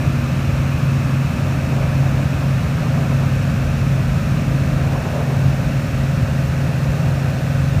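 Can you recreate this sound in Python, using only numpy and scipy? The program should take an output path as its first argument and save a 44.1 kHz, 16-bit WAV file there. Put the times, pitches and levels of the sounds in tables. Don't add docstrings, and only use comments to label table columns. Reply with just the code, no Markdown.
import sys
import numpy as np
from scipy import signal
from scipy.fft import rfft, irfft
from scipy.io import wavfile

SR = 44100
rng = np.random.default_rng(int(sys.argv[2]) if len(sys.argv) > 2 else 0)


def digitize_waveform(pressure):
    field = np.atleast_2d(pressure).T
    bounded = np.clip(field, -1, 1)
    quanta = np.round(bounded * 32767).astype(np.int16)
    wavfile.write(sys.argv[1], SR, quanta)


N = 343980
TIME_S = np.arange(N) / SR


def from_db(db):
    return 10 ** (np.asarray(db) / 20)


def rms_one(x):
    return x / np.sqrt(np.mean(x ** 2) + 1e-20)


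def in_time(rows):
    point_s, *columns = np.transpose(rows)
    return [np.interp(TIME_S, point_s, column) for column in columns]


def drift(rate_hz):
    step = 100
    settle = 1000
    pole = np.exp(-2 * np.pi * rate_hz * step / SR)
    white = rng.standard_normal(N // step + settle + 2)
    slow = signal.lfilter([1], [1, -2 * pole, pole * pole], white)[settle:]
    return np.interp(np.arange(N) / step, np.arange(len(slow)), rms_one(slow))


def bell(middle_s, length_s):
    return np.exp(-2 * ((TIME_S - middle_s) / length_s) ** 2)


def swells_db(rows):
    return sum(change_db * bell(middle_s, length_s) for middle_s, change_db, length_s in rows)


def air_noise(colour, ripple_db=1.23):
    point_hz, point_db = np.transpose(colour)
    grid_hz = np.maximum(np.arange(N // 2 + 1) * SR / N, 1)
    octaves_outside = np.abs(np.log2(grid_hz / np.clip(grid_hz, point_hz[0], point_hz[-1])))
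    level_db = np.interp(np.log(grid_hz), np.log(point_hz), point_db) - 20 * octaves_outside
    echo_delays_s = rng.uniform(0.00199, .009, size=6)
    combs = sum(np.cos(2 * np.pi * grid_hz * delay_s) for delay_s in echo_delays_s)
    comb_depth = np.interp(grid_hz, [0, 1300, 3500, 7000], [0, 1, 1, .4])
    level_db = level_db + ripple_db * comb_depth * rms_one(combs)
    spectrum = rfft(rng.standard_normal(N)) * from_db(level_db)
    return rms_one(irfft(spectrum, N))


def buffeted(colour, swing_db, rate_hz):
    return rms_one(from_db(swing_db * drift(rate_hz)) * air_noise(colour))


# pitch_hz, relative_level_db (per Hz)
RUSH_WING_COLOUR = [(400, -21), (800, -5), (1030, -1), (1170, 4.5), (1450, -0.5), (1600, 0.5), (1720, 1),
                    (1870, -5.5), (2080, -3.5), (2400, -1.5), (2540, 1.5), (2800, -6), (2980, -9),
                    (4000, -38)]
RUSH_NOSE_COLOUR = [(400, -11.5), (800, -7), (1080, -4), (1280, -0.5), (1500, 1.5), (1650, -2),
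                    (1830, -0.5), (2000, -5.5), (2150, -6), (2400, -4.5), (2580, -3), (2800, -5.5),
                    (2980, -15.5), (4000, -38)]
HISS_COLOUR = [(1500, -18.5), (3100, 0), (3800, 1), (4500, -1), (4920, -4), (5300, -0.6), (6800, -4),
               (8200, -8), (9700, -10), (10500, -14.5), (11100, -11.5), (13900, -12.5), (14500, -8.5),
               (15300, -15)]


def slipstream(turns, heading, wing_db=-33.0, nose_db=-34.5, hiss_db=-41.5, chop=0.036):
    blade_angle = 2 * 2 * np.pi * turns
    blades = 1 + chop * (np.cos(blade_angle) + np.cos(2 * blade_angle))
    wing_rush = np.sqrt(1 - heading) * from_db(wing_db) * air_noise(RUSH_WING_COLOUR)
    nose_rush = np.sqrt(heading) * from_db(nose_db) * air_noise(RUSH_NOSE_COLOUR)
    hiss = from_db(hiss_db) * air_noise(HISS_COLOUR)
    return blades * (wing_rush + nose_rush + hiss)


# start_s, level_db
GUSTS = [(0, -36), (1.3, -34.5), (1.8, -31), (2.25, -34), (2.9, -33.5), (3.6, -35.5), (4.7, -33.5),
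         (5.15, -29.5), (5.8, -37), (6.6, -36), (7.1, -31.5), (7.8, -34.5)]
# pitch_hz, relative_level_db (per Hz)
DRAUGHT_COLOUR = [(200, -22), (320, -2.5), (440, -3.5), (490, -2.5), (540, 1.5), (620, 1.5), (720, -3),
                  (850, -7.5), (1050, -11), (1400, -15), (3000, -30)]


def draught(trim_db=-1.0, eddy_db=1.7, eddy_hz=11):
    gust_db, = in_time(GUSTS)
    level_db = gust_db + trim_db + eddy_db * drift(eddy_hz)
    return from_db(level_db) * air_noise(DRAUGHT_COLOUR)


# middle_s, level_db, length_s
PUFF_TIMES = [(1.732, -30.5, 0.018), (2.04, -31.5, 0.016), (2.872, -35, 0.034), (3.12, -32, .022),
              (3.228, -32.5, 0.028), (4.85, -33, 0.017), (4.956, -31, 0.025), (5.065, -33.5, 0.034),
              (5.196, -33.5, 0.052), (5.31, -33, 0.037)]
# pitch_hz, relative_level_db (per Hz)
PUFF_COLOUR = [(150, -5), (250, -1), (430, 6), (600, -3), (800, 1), (1050, -1), (1400, -21), (2500, -41)]


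def puffs(trim_db=3.0):
    strength = sum(from_db(level_db + trim_db) * bell(middle_s, length_s)
                   for middle_s, level_db, length_s in PUFF_TIMES)
    return strength * air_noise(PUFF_COLOUR)


# start_s, rumble_db, boom_db
BUFFET = [(0, -32, -28.8), (1.2, -34.5, -28), (1.75, -28.5, -26), (3.05, -33, -28.5), (3.6, -27.5, -28),
          (4.3, -27, -25.5), (5.8, -28.5, -28.5), (7.0, -32.5, -29.5), (7.8, -29, -30)]
# middle_s, change_db, length_s
LULL = [(5.1, -6.5, .19)]
# pitch_hz, relative_level_db (per Hz)
RUMBLE_COLOUR = [(15, -25), (28, -21), (36, -21), (48, -4), (57, -0.5), (70, -2), (90, -14), (140, -44)]
THRUM_COLOUR = [(45, -36), (70, -14), (90, -4.5), (112, -4.5), (135, -9.5), (165, -10), (220, -25),
                (400, -38)]
BOOM_COLOUR = [(100, -37), (150, 2), (175, -0.5), (215, -1.5), (260, -6), (300, -7.5), (335, -20),
               (450, -30), (900, -48)]


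def airframe(thrum_db=-24.5, boom_trim_db=-0.56):
    rumble_db, boom_db = in_time(BUFFET)
    rumble = from_db(rumble_db) * buffeted(RUMBLE_COLOUR, swing_db=2.0, rate_hz=5.0)
    thrum = from_db(thrum_db) * buffeted(THRUM_COLOUR, swing_db=2.0, rate_hz=5.3)
    boom = from_db(boom_db + boom_trim_db) * buffeted(BOOM_COLOUR, swing_db=1.2, rate_hz=5.2)
    return from_db(swells_db(LULL)) * (rumble + thrum + boom)


# start_s, pitch_hz
HUM_PITCH = [(0, 135.0), (3, 135.05), (5, 135.25), (6.8, 135.5), (7.8, 135.1)]
# middle_s, change_db, length_s
HUM_SWELLS = [(0.16, 2.5, 0.11), (1.34, -4, .06), (1.65, -3, .07), (2.05, 3.5, .12), (2.62, -6, .04),
              (4.2, -5, 0.073), (5.0, -6, .08), (5.47, 5.5, 0.067), (5.87, -9, 0.081)]


def hum(level_db=-20.0, octave_db=-25, waver_db=1.15, throb_db=1.4, throb_hz=3.7, slip_rad=0.31, lull_share=0.56):
    pitch_hz, = in_time(HUM_PITCH)
    throb = throb_db * np.sin(2 * np.pi * throb_hz * TIME_S + 2 * drift(0.47))
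    changes_db = swells_db(HUM_SWELLS) + lull_share * swells_db(LULL)
    strength = from_db(level_db + throb + waver_db * drift(3.7) + changes_db)
    angle = 2 * np.pi * np.cumsum(pitch_hz) / SR + slip_rad * drift(1.5)
    tone = np.sin(angle) + from_db(octave_db) * np.sin(2 * angle)
    return strength * tone * np.sqrt(2)


# multiple_of_crank_speed, level_db
ENGINE_TONES = [(1, -47), (1.5, -46), (2, -31), (2.5, -31), (3, -35), (3.5, -37), (4, -27.5), (4.5, -36),
                (5, -45), (5.5, -39.5), (6, -34), (6.5, -43), (7, -42), (8, -46.5), (10, -47), (10.5, -54),
                (11.5, -57), (12, -53), (12.5, -55), (13, -45), (13.5, -45), (14, -42.5), (15, -48),
                (15.5, -53), (16, -48), (16.5, -48.5), (17.5, -47), (18, -50.5), (18.5, -55.5), (19, -57),
                (20, -52.5), (20.5, -54.5), (21.5, -56.5), (22, -56.5), (24, -56), (28, -57), (30, -57)]
# multiple_of_crank_speed, gain_db
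WINDOW_GAINS = [(6, 2), (8, 8)]
WINDOW_REACH = 0.14


def engine(turns, heading, waver_db=1.24, sway_db=0.5, nose_db=3.5, shake_turns=0.0016):
    angle = 2 * np.pi * (turns + shake_turns * drift(2.1))
    window_gains = dict(WINDOW_GAINS)
    drone = np.zeros(N)
    for multiple, tone_db in ENGINE_TONES:
        level_db = tone_db + waver_db * drift(1.5) + sway_db * drift(0.28)
        level_db = level_db + window_gains.get(multiple, 0) * np.exp(-heading / WINDOW_REACH)
        if multiple > 10:
            level_db = level_db + nose_db * (heading - .5)
        start_angle = 2 * np.pi * rng.random()
        drone += from_db(level_db) * np.sin(multiple * angle + start_angle)
    return drone * np.sqrt(2)


# start_s, turns_per_s
CRANK_SPEED = [(0, 39.64), (.6, 39.67), (1.8, 39.68), (2.3, 39.76), (2.8, 39.67), (4.6, 39.65),
               (5.8, 39.67), (6.4, 39.70), (7.8, 39.65)]
# start_s, heading (0 wing to 1 nose, no unit)
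HEADING = [(0, 0), (1.2, 0.089), (2.2, 0.43), (4.2, 0.6), (5.4, 0.86), (6.3, 0.91), (7.8, 1)]


def scene():
    turns_per_s, = in_time(CRANK_SPEED)
    turns = np.cumsum(turns_per_s) / SR
    heading = np.clip(in_time(HEADING)[0], 0, 1)
    air = slipstream(turns, heading) + draught() + puffs()
    return (air + airframe() + hum() + engine(turns, heading))[None]


def record(dry):
    cutoff_hz = 15300
    lowpass = signal.ellip(12, .1, 90, cutoff_hz, fs=SR, output="sos")
    return signal.sosfilt(lowpass, dry)


dry = scene()
out = record(dry)
digitize_waveform(out)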